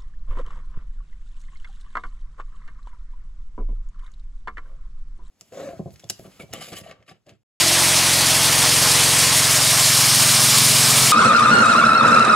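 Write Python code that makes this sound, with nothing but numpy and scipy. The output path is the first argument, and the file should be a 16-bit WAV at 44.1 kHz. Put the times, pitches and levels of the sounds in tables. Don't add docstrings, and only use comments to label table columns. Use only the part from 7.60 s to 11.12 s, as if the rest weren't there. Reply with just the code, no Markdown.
import sys
import numpy as np
from scipy import signal
from scipy.fft import rfft, irfft
from scipy.io import wavfile
from scipy.ndimage import uniform_filter1d

SR = 44100
rng = np.random.default_rng(int(sys.argv[2]) if len(sys.argv) > 2 else 0)


def wrap_up_sound(samples):
    columns = np.atleast_2d(samples).T
    tamed = np.clip(columns, -1, 1)
    steps = np.round(tamed * 32767).astype(np.int16)
    wavfile.write(sys.argv[1], SR, steps)


def to_linear_factor(level_db):
    exponent = np.asarray(level_db, float) / 20
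    return 10 ** exponent


N = 155232

# time_s, firing_rate_hz
SPEED = [
    (0, 22.24),
    (0.9, 21.927),
    (1.8, 22.286),
    (2.7, 22.272),
    (3.52, 22.581),
]
# order (multiple of firing rate), level_db
FAR_ORDERS = [(1, -27), (2, -30), (3, -9), (4, -28), (5, -0.5), (6, -13.5), (7, -3), (8, -43), (9, -7),
              (10, -8), (11, -22), (12, -10), (13, -18.5), (14, -0.5), (15, -18.5), (16, 0), (17, -14),
              (18, -32), (19, -17), (20, -19), (21, -23), (22, -28.5)]
# order (multiple of firing rate), level_db
MID_ORDERS = [(1, -40), (2, -29), (3, -9.5), (4, -16), (5, 0), (6, -2), (7, 0), (8, -16), (9, -5.5),
              (10, -17), (11, -13.5), (12, -6.5), (13, -8), (14, -11), (15, -17), (16, -10), (17, -18.5),
              (18, -11), (19, -11.5), (20, -17), (21, -36), (22, -6)]
# order (multiple of firing rate), level_db
NEAR_ORDERS = [(1, -49), (2, -36), (3, -26), (4, -16), (5, -3), (6, 2), (7, -9.5), (8, -5), (9, -34),
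               (10, -1), (11, -21), (12, -11.5), (13, -18), (14, -16), (15, -42), (16, -15.5), (17, -24),
               (18, -34), (19, -10), (20, -23), (21, -43), (22, -40)]
# time_s, closeness (0-1)
WALK = [
    (0, 0.06),
    (.5, 0.18),
    (1.1, 0.32),
    (1.7, 0.29),
    (2.3, 0.7),
    (2.9, 0.86),
    (3.52, 0.95),
]
# time_s, level_db
PRESS = [
    (0, -15),
    (.6, -15.5),
    (1.2, -15),
    (1.55, -14.5),
    (1.9, -15),
    (2.4, -14),
    (3.0, -13.5),
    (3.52, -13.6),
]
# time_s, swell_db
THROB = [
    (0, 0.3),
    (.9, 0.2),
    (1.45, 0.3),
    (1.85, 1.2),
    (2.25, .3),
    (3.52, 0),
]
# frequency_hz, density_db (per Hz)
FAR_SCRAPE = [(760, -34), (1300, -12), (1750, 5), (3200, -1.5), (5000, 0.5), (7600, -3.5), (10600, -4.5),
              (15400, -19.5)]
# frequency_hz, density_db (per Hz)
NEAR_SCRAPE = [(760, -36), (1300, 2.5), (2400, 1), (5000, 2), (7600, 1), (10400, -1), (12500, -6),
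               (15400, -12.5)]
# frequency_hz, width_hz, far_db, near_db
RINGS = [(3430, 650, -35, -63), (5370, 1000, -53.5, -35.5), (9020, 2300, -34, -34), (2410, 240, -61, -37)]
# frequency_hz, width_hz, far_db, near_db
CASING = [(633.6, 57, -37, -41.5), (736.4, 11, -44, -51), (1043, 117, -37, -39), (1207, 190, -46, -35.5),
          (857, 36, -43, -55)]
# frequency_hz, density_db
ROAR = [(20, -48), (60, -38), (130, -22), (220, -13), (400, -14.5), (550, -6), (1000, -2.5), (2200, 4)]
# time_s, low_hz, high_hz
SWAPS = [
    (.255, 8300, 10350),
    (.255, 13100, 15700),
    (1.485, 9650, 11050),
    (1.695, 4150, 5200),
    (2.02, 4650, 5700),
    (2.62, 8300, 10350),
    (2.69, 12400, 14500),
    (3.295, 6900, 8300),
    (3.435, 6900, 8300),
    (3.435, 5150, 6250),
]


def exhaust(t, turns, near):
    places = ((-29.5, FAR_ORDERS), (-28, MID_ORDERS), (-24.5, NEAR_ORDERS))
    levels = np.array([np.array(rows)[:, 1] for _, rows in places], float)
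    for row, (total_db, _) in zip(levels, places):
        row += total_db - 10 * np.log10((to_linear_factor(row) ** 2).sum() / 2)
    shape_rad = 6.2 + (4.3 - 6.2) * near
    coarse = t[::128]
    beats = np.zeros(N)
    for order, column in enumerate(levels.T, start=1):
        loose = 1 / (1 + (10 / order) ** 4)
        waver_db = 1.9 * np.interp(t, coarse, loose * slow(3.02, coarse))
        waver_rad = .4 * np.interp(t, coarse, loose * slow(3.02, coarse))
        level_db = np.interp(near, [0, .3, 1], column) + waver_db + hollow_db(order * SPEED[0][1], t)
        scatter_rad = .75 + (.15 - .75) * near + np.pi * (order > 8.5)
        scatter = rng.uniform(-1.01, 1) * scatter_rad
        lead_rad = .3 * min(order - 6, 0) ** 2
        phase = 2 * np.pi * order * turns - shape_rad + scatter - lead_rad + waver_rad
        beats += to_linear_factor(level_db) * np.cos(phase)
    firing_db = .5 * np.interp(turns, np.arange(100), rng.standard_normal(100))
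    return beats * to_linear_factor(firing_db)


def blades(t, near):
    blades_hz, blade_turn = 6.5, .45
    grit_per_s, grit_spread_db, grit_db = 4500, 4, -8.5
    struck = rng.random(N) < grit_per_s / SR
    force = to_linear_factor(grit_spread_db * np.minimum(rng.exponential(1, N), 5))
    grit = force * struck * rng.choice([-1., 1.], N)
    rub = evened(rng.standard_normal(N) + to_linear_factor(grit_db) * evened(grit))

    def field_db(hz, s):
        close = curve(WALK, 1, s)
        low_cut = 12 * np.log2(1 + (1500 / (hz + 1)) ** 3)
        swell = curve(THROB, 1, s) * np.cos(2 * np.pi * (blades_hz * s + blade_turn))
        jolts = uniform_filter1d(rng.standard_normal(len(s)), size=3)
        flicker_db = .6 * evened(jolts - uniform_filter1d(jolts, size=20))
        tilt = 1 + .46 * np.log2((hz + 500) / 6000)
        far_db = np.outer(read(FAR_SCRAPE, hz) - low_cut, 1 - close)
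        near_db = np.outer(read(NEAR_SCRAPE, hz) - low_cut, close)
        return np.outer(tilt, swell + flicker_db) + far_db + near_db

    hiss = colour(rub, field_db, 1.04)
    hiss = hiss / np.sqrt(uniform_filter1d(hiss ** 2, size=SR))
    level_db = curve(PRESS, 1, t)
    rings = np.zeros(N)
    for hz, width, far, close in RINGS:
        ring_db = far + (close - far) * near - level_db.mean() + .87 * slow(2.7, t)
        rings += to_linear_factor(ring_db) * resonate(rub, hz, max(width, hz / 12))
    return to_linear_factor(level_db) * (to_linear_factor(-.7) * hiss + rings)


def rattle(turns):
    crank = 2 * (turns - .62) + 10
    index = crank.astype(int)
    weak_db, spread_db, decay_turns = -3, 2, .142
    size = to_linear_factor(weak_db * (index % 2) + spread_db * rng.standard_normal(400)[index])
    clack = size * np.exp(-(crank % 1) / decay_turns) * rng.standard_normal(N)
    return to_linear_factor(-31) * hall(resonate(clack, 3600, 6800))


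def roar(t, near):
    def field_db(hz, s):
        high_cut = 12 * np.log2(1 + (hz / 1900) ** 3)
        return (read(ROAR, hz) - high_cut)[:, None] + hollow_db(hz[:, None], s)

    wash = colour(rng.standard_normal(N), field_db, 1.43)
    casing = np.zeros(N)
    for hz, width, far, close in CASING:
        mode_db = far + (close - far) * near + 1.5 * slow(3.82, t)
        casing += to_linear_factor(mode_db) * resonate(rng.standard_normal(N), hz, width)
    return to_linear_factor(-26.5) * evened(wash) + casing


def hall(x):
    t60_s, echo_db = .7, -2
    t = np.arange(SR) / SR
    sparse = rng.choice([-1., 1.], SR) * (rng.random(SR) < .05)
    taps = sparse * to_linear_factor(-60 * t / t60_s) * (t > .008)
    echoes = signal.fftconvolve(x, taps / np.linalg.norm(taps))[:N]
    return x + to_linear_factor(echo_db) * echoes


def hollow_db(hz, t):
    node_s, crossing_s, node_hz, dip_db = 2.2, .8, 382, -2.5
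    crossing = np.exp(-((t - node_s) / crossing_s) ** 2)
    return dip_db * crossing * np.exp(-np.log2((hz + 1) / node_hz) ** 2)


def colour(x, field_db, patch_db):
    hz, t, z = signal.stft(x, SR, nperseg=1024, noverlap=768)
    patches = uniform_filter1d(rng.standard_normal(z.shape), size=20, axis=0)
    patches = evened(uniform_filter1d(patches, size=7, axis=1))
    shaped = z * to_linear_factor(field_db(hz, t) + patch_db * patches)
    return signal.istft(shaped, SR, nperseg=1024, noverlap=768)[1][:N]


def resonate(x, hz, width):
    r = np.exp(-np.pi * width / SR)
    a = [1, -2 * r * np.cos(2 * np.pi * hz / SR), r * r]
    once = signal.lfilter([1, 0, -1], a, x)
    return evened(signal.lfilter([1], a, once))


def slow(top_hz, t):
    s = np.linspace(t[0], t[-1], num=800)
    drift = np.zeros(800)
    for f in top_hz * np.geomspace(.1, 1, 12):
        drift += np.sin(2 * np.pi * (f * s + rng.random())) / np.sqrt(f)
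    return evened(np.interp(t, s, drift))


def evened(x):
    return x / np.sqrt(np.mean(x ** 2) + 1e-20)


def read(points, hz):
    f, value = np.transpose(points)
    return np.interp(np.log(hz + 1), np.log(f + 1), value)


def curve(table, col, t):
    table = np.array(table)
    return np.interp(t, table[:, 0], table[:, col])


def scene():
    t = np.arange(N) / SR
    turns = -.02 + np.cumsum(curve(SPEED, 1, t)) / SR
    near = curve(WALK, 1, t)
    mono = exhaust(t, turns, near) + blades(t, near) + rattle(turns) + roar(t, near)
    return np.array([mono, mono])


def low_pass(x):
    return signal.sosfilt(signal.butter(12, 16270, fs=SR, output="sos"), x)


def record(dry):
    frame, repeat_s, fade_s, ceiling = 1024, 3.427, .001, 1.25
    t = np.arange(N) / SR
    late = np.clip((t - repeat_s) / fade_s, 0, 1)
    mid = dry[0] * np.sqrt(1 - late) + np.roll(dry[0], frame) * np.sqrt(late)
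    mid = ceiling * np.tanh(mid / ceiling)
    hz, spectrum = np.fft.rfftfreq(N, 1 / SR), rfft(mid)
    side = np.zeros(N)
    for s, lo, hi in SWAPS:
        window = np.sin(np.pi / 2 * np.clip(1.3 - 2 * abs(t - s) * SR / frame, 0, 1))
        band = irfft(spectrum * (hz > lo) * (hz < hi), N)
        side += window * np.roll(band, 5 * frame)
    mid = irfft(spectrum * (hz < 15740), N)
    side = to_linear_factor(-2.5) * side
    return low_pass(np.array([mid + side, mid - side]))


dry = scene()
out = record(dry)
wrap_up_sound(out)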